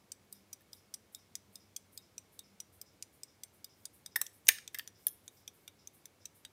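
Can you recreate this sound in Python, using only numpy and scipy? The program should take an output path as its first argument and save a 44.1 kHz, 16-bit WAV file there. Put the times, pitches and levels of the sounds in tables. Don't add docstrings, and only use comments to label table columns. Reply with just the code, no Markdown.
import sys
import numpy as np
from scipy import signal
from scipy.fft import rfft, irfft, next_fast_len
from scipy.io import wavfile
from scipy.ndimage import map_coordinates

SR = 44100
rng = np.random.default_rng(int(sys.argv[2]) if len(sys.argv) > 2 else 0)


def unload_wav(signal):
    wavfile.write(
        sys.argv[1],
        SR,
        np.round(np.clip(np.atleast_2d(signal).T, -1, 1) * 32767).astype(np.int16),
    )


N = 287517

# (time [s], energy [dB], 3.7 kHz ping [dB], treble [dB], chatter [ms])
BEATS = [(0.1181, -17, 2, -1, 1.9), (0.3257, -20, -5.5, 6.5, 1.54), (0.5287, -18, 5.5, 2.5, 3.7),
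         (0.7307, -22.5, 3, -2, 1.3), (0.9393, -14, 2, -0.5, 4.1), (1.1473, -18.2, 1, 1, 1.005),
         (1.3533, -13.5, 2, -1.5, 0.48), (1.5554, -21, -5.5, -1.5, 1.77), (1.7624, -13.5, 3.5, -0.5, 4.2),
         (1.9754, -18, -1.5, 4.5, 1.0), (2.1799, -17, -0.5, -2.5, 0.79), (2.391, -20, -1.5, -3.5, 1.9),
         (2.6015, -16, 5, 2, 2.7), (2.814, -19, 2.5, 4, 1.23), (3.0245, -16.5, -3.5, -2.5, 0.53),
         (3.2331, -18.5, -5.5, -5.5, 0.44), (3.4341, -17.5, 4, 4, 2.0), (3.6436, -19.5, 8, -0.5, 1.84),
         (3.8541, -16.2, 7, 1, 1.0), (4.0607, -18.5, 3.5, -0.5, 0.79), (4.2647, -20, 5.5, -0.3, 2.5),
         (4.4692, -18.5, -10, -6, 1.5), (4.6768, -19, 5, 0, 1.4), (4.8753, -20.5, -3.5, -2, 1.1),
         (5.0814, -20, -2, 6, 1.9), (5.2789, -22, -1, -2, 0.57), (5.4774, -18.6, 1.5, 2, 1.08),
         (5.6775, -22.5, 7.5, 0.5, 1.8), (5.8731, -21, 2.5, 5, 0.7), (6.0551, -23.0, 1, 5, 1.5),
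         (6.2547, -17.5, 2.1, -5, 2.38), (6.4497, -21.5, 9.5, -2, 0.82)]
# (frequency [Hz], tick level [dB], tock level [dB], t60 [s])
BRASS_MODES = [(1710, 0, -2.5, 0.0067), (2430, 3, -2.5, 0.013), (3457, 4, 1.5, 0.0088),
               (3730, -21.5, -14.5, 0.078), (4460, -5, -9, 0.0061), (4995, 1, 3.5, .012),
               (5870, -26, -25.5, .09), (5930, 5.5, 0, 0.0092), (7005, -3, -9, 0.0078),
               (8134, 1.5, 4.5, 0.012), (8680, -16, -22.5, 0.067), (9800, -2, -0.5, 0.015),
               (10170, -21.5, -16.5, 0.078), (11300, -10.5, -7, 0.0043), (12500, 6, -2, 0.0071),
               (13100, -22, -14.5, .05), (13700, 1, -1, .012), (14200, -3, -2.5, 0.0077),
               (15300, -3, -1.5, .01)]
BANDS_HZ = [2000, 3700, 5000, 6000, 10000, 14000]
TICK_POSES = [(-25.5, -12.5, -3.5, 3.1, -6, -12), (-19.5, -12.5, -4.5, 5.7, -7.5, -11),
              (-13, -1, -10.5, 9.8, -6.5, -8.5)]
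TOCK_POSES = [(-33, 2.5, -0.5, 2.1, -5, -3), (-15, -12.5, -1, 0.84, -7.5, -5.5),
              (-0.5, 2, -2.5, 10, 0.5, -4.5)]
EDGE_ON_S, IN_CASE_S = 2.7, 4.2
CONTACTS = np.array([.5, 1, .6])
# (time [s], energy [dB], thud [dB], clank [dB], treble [dB], chatter [ms])
KNOCKS = [(0.6064, -40.5, 11, 0, 8, 3.1), (0.615, -44, -1, -2, 5, 4.2), (4.1583, -2.5, -5, 8, -1.5, 0.98),
          (4.1615, -3.5, 4, 6, 13, 0.41), (4.165, -16.5, 1, 8, 6, 1.3),
          (4.214, -1.5, -10.5, -8.5, 0.1, 1.26), (4.4829, 0, -30, -5, -2, 0.75),
          (4.4866, 9, -21, -14, -3.5, 0.53), (4.4885, 9, -2.5, 8.5, -1.7, 0.8),
          (4.584, -22, -21, 17.5, -3, 1.9), (4.7449, -14.5, -27.5, 9, -1, 1.3),
          (4.7486, -18, -22, 10.5, -1, 2.54), (4.7746, -31, -10, 17, -4, 2.5),
          (4.786, -12, -33.5, -5, 1, 1.38), (4.7938, -13, -24, 17.5, 0, 1.4),
          (5.0676, 1.05, -23, 5, 20, 0.59)]
# (frequency [Hz], level [dB], t60 [s])
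SILVER_MODES = [(1173, -1.5, 0.014), (880, -5, 0.016), (1750, 3, 0.03), (1822, -1, 0.034),
                (2050, -7.5, 0.023), (2279, -3, 0.008), (2657, -8, 0.012), (3597, -9.5, 0.027),
                (4960, 0.5, .012), (5250, -1, 0.022), (5500, 0.5, 0.019), (6280, -5, .025),
                (7786, -4, 0.024), (8330, -6.5, 0.022), (8830, -8, .035), (9520, -10.5, .025),
                (10430, 0, 0.018), (10900, -6, 0.014), (11850, -3, 0.019), (13040, 2, 0.017),
                (13100, -2.5, 0.014), (14100, -3, 0.02), (14750, -4, .02), (16290, -5.5, .015)]
KNOCK_COLOUR = np.array([-1, 1.0, -7.5, -0.5, -0.5, 0.54])
CLANK_SHARE = np.array([0.97, 0.66, 0.84, 0, 0, 0.11])
TREBLE_SHARE = np.array([0, 0.18, 0.011, 0.036, 0.95, .7])
# (start [s], length [s], level [dB])
RUBS = [(.245, .015, -79), (3.76, .11, -74), (4.447, 0.04, -62), (4.972, 0.13, -69.5), (5.233, 0.019, -73),
        (5.253, 0.022, -70.5), (5.3, 0.14, -71), (5.58, .1, -76)]
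# (frequency [Hz], half-width [Hz], level [dB])
SKIN_PEAKS = [(8400, 1500, -3), (11000, 2800, -5.5), (13800, 1500, 3.5)]
DULL_CLOCK_PEAKS = [(3610, 210, -6), (5100, 160, 2.5), (5350, 400, -5.5), (5800, 220, -2),
                    (7160, 230, -8.5)]
BRIGHT_CLOCK_PEAKS = [(8600, 1000, -10.5), (9710, 1100, 4), (10600, 900, -5.5), (12900, 550, 4),
                      (13600, 1400, -1.5), (15400, 400, -8.5)]
# (frequency [Hz], t60 [s])
NEAR_DECAY = [(1000, 0.086), (6000, 0.03), (14000, 0.048)]
ROOM_DECAY = [(300, 0.27), (2000, 0.33), (6000, 0.35), (14000, .22)]
# (frequency [Hz], half-width [Hz], level [dB])
HUM_PEAKS = [(97, 6.6, -76.5), (2210, 90, -86)]
# (time [s], level [dB])
BUZZ_LEVELS = [(0.0, -78), (1.0, -85.5), (1.3, -73), (2.8, -81), (3.3, -89.5), (6.52, -90.5)]
# (frequency [Hz], relative density [dB])
HISS_SPECTRUM = [(15, -43), (30, -29), (65, -5), (150, -4.5), (438, -8), (700, -13), (1700, -19),
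                 (4500, -22.5), (7000, -25), (14000, -28.5), (15800, -28.5), (16100, -54.5)]
# (frequency [Hz], gain [dB])
MIC_RESPONSE = [(40, -3), (70, -1), (15400, 0.5), (16000, -14.5), (16800, -35.5)]


def escapement():
    tick = [(hz, db, t60) for hz, db, _, t60 in BRASS_MODES]
    tock = [(hz, db, t60) for hz, _, db, t60 in BRASS_MODES]
    pallets = [(BEATS[::2], TICK_POSES, tick), (BEATS[1::2], TOCK_POSES, tock)]
    return sum(struck_metal(posed(beats, poses), modes, BANDS_HZ, low_db=-13, crack_db=12,
                            crack_t60=0.0077, blur=0.084, near_db=-10, room_db=-25)
               for beats, poses, modes in pallets)


def posed(beats, poses):
    scatter_db = rng.normal(0, 0.5, (len(beats), len(BANDS_HZ)))
    events = []
    for (s, db, ping, treble, ms), scatter in zip(beats, scatter_db):
        pose = poses[int(s > EDGE_ON_S) + int(s > IN_CASE_S)]
        colour = pose + scatter + [0, ping, 0, 0, treble, treble]
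        events.append((s, db, *colour, ms))
    return events


def silver_case(thud_hz=950):
    events = [(s, db, thud, *(KNOCK_COLOUR + clank * CLANK_SHARE + treble * TREBLE_SHARE), ms)
              for s, db, thud, clank, treble, ms in KNOCKS]
    return struck_metal(events, SILVER_MODES, [thud_hz] + BANDS_HZ, low_db=-28.5, crack_db=13.5,
                        crack_t60=0.0092, blur=0.061, near_db=-13.5, room_db=-18.5)


def struck_metal(events, modes, bands_hz, low_db, crack_db, crack_t60, blur, near_db, room_db):
    out, t = np.zeros(N + SR), np.arange(SR // 6) / SR
    hz, level_db, t60 = np.transpose(modes)[:, :, None]
    attack = 1 - np.exp(-t / 0.00064)
    for s, db, *band_db, chatter_ms in events:
        colour = sorted([(bands_hz[0] / 2, band_db[0] + low_db), (8000, 0), *zip(bands_hz, band_db)])
        phase = 2 * np.pi * rng.random(hz.shape)
        phase = phase + blur * np.cumsum(rng.standard_normal((len(hz), len(t))), axis=1)
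        strength = amp(level_db + along(colour, hz) + rng.normal(0, 1.8, hz.shape))
        life = t60 * (.7 if s > IN_CASE_S else 1)
        ring = np.sum(strength * amp(-60 * t / life) * np.sin(2 * np.pi * hz * t + phase), axis=0)
        crack = filtered(rng.standard_normal(len(t)), lambda f: amp(crack_db + along(colour, f)))
        crack *= amp(-60 * t / crack_t60)
        blow = signal.fftconvolve((ring + crack) * attack, chatter(chatter_ms))
        blow = amp(db) * blow / np.linalg.norm(blow)
        near = amp(near_db) * signal.fftconvolve(blow, diffuse_tail(NEAR_DECAY, .1, delay_s=0.0011))
        echo = amp(room_db) * signal.fftconvolve(blow, diffuse_tail(ROOM_DECAY, .3, delay_s=0.0076))
        for part in blow, near, echo:
            out[round(s * SR):][:len(part)] += part
    return filtered(out[:N], lambda f: (1j * f / (220 + 1j * f)) ** 2)


def chatter(span_ms):
    impacts, count = np.zeros(SR // 50), len(CONTACTS)
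    times = span_ms / 1000 * (np.arange(count) + .4 * rng.random(count)) ** 1.5 / count
    impacts[(times * SR).astype(int)] = rng.choice([-1, 1], count) * CONTACTS
    return impacts


def fingers():
    t = np.arange(N) / SR
    swell = sum(amp(db) * np.sin(np.pi * np.clip((t - s) / length, 0, 1)) ** .7
                for s, length, db in RUBS)
    return swell * resonant_noise(SKIN_PEAKS)


def dull_clock(first_s=.339, period_s=.4186):
    beats = [(s, db) for shift, db in [(-1, -66), (-.5, -81)]
             for s in np.arange(first_s + shift * period_s, N / SR, period_s)]
    return far_ticking(beats, DULL_CLOCK_PEAKS, rise_s=0.0061, t60=0.36)


def bright_clock(first_s=.313, period_s=.4012):
    times = np.arange(first_s, N / SR, period_s)
    beats = [(rng.normal(s, .003), rng.normal(-60, 2)) for s in times]
    return far_ticking(beats, BRIGHT_CLOCK_PEAKS, rise_s=0.011, t60=0.26)


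def far_ticking(beats, peaks, rise_s, t60):
    t, power = np.arange(N) / SR, np.zeros(N)
    for s, db in beats:
        since = np.maximum(t - s, 0)
        swell = amp(db - 60 * since / t60) * (1 - np.exp(-since / rise_s)) ** 2
        power += swell ** 2
    return np.sqrt(power) * resonant_noise(peaks)


def room_tone(waver_db=3.5, wavers_per_s=6):
    t = np.arange(N) / SR
    hiss = amp(-68.5) * unit(filtered(rng.standard_normal(N), lambda f: amp(along(HISS_SPECTRUM, f))))
    hum = sum(amp(db) * resonant_noise([(hz, width, 0)]) for hz, width, db in HUM_PEAKS)
    waver = map_coordinates(rng.standard_normal(100), [t * wavers_per_s], mode="wrap")
    buzz_db = np.interp(t, *np.transpose(BUZZ_LEVELS)) + waver_db * waver
    return hiss + hum + amp(buzz_db) * resonant_noise([(198.2, 7.1, 0)])


def diffuse_tail(decays, seconds, delay_s):
    hz, t, spectra = signal.stft(rng.standard_normal(int(seconds * SR)), SR, nperseg=128)
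    tail = signal.istft(spectra * amp(-60 * t / along(decays, hz)[:, None]), SR, nperseg=128)[1]
    return np.pad(tail / np.linalg.norm(tail), (int(delay_s * SR), 0))


def resonant_noise(peaks):
    shape = lambda f: sum(amp(db) / (1 + ((f - hz) / width) ** 2) for hz, width, db in peaks)
    return unit(filtered(rng.standard_normal(N), shape))


def filtered(x, response):
    size = next_fast_len(len(x) + 8192)
    return irfft(rfft(x, size) * response(np.fft.rfftfreq(size, 1 / SR)), size)[:len(x)]


def along(points, hz):
    freqs, values = np.transpose(points)
    return np.interp(np.log(hz + 1), np.log(freqs + 1), values)


def amp(db):
    return 10 ** (np.asarray(db) / 20)


def unit(x):
    return x / np.sqrt(np.mean(x ** 2) + 1e-20)


def scene():
    return (escapement() + silver_case() + fingers() + dull_clock() + bright_clock() + room_tone())[None]


def record(dry):
    return filtered(dry[0], lambda hz: amp(along(MIC_RESPONSE, hz)) * (hz < 16900))[None]


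dry = scene()
out = record(dry)
unload_wav(out)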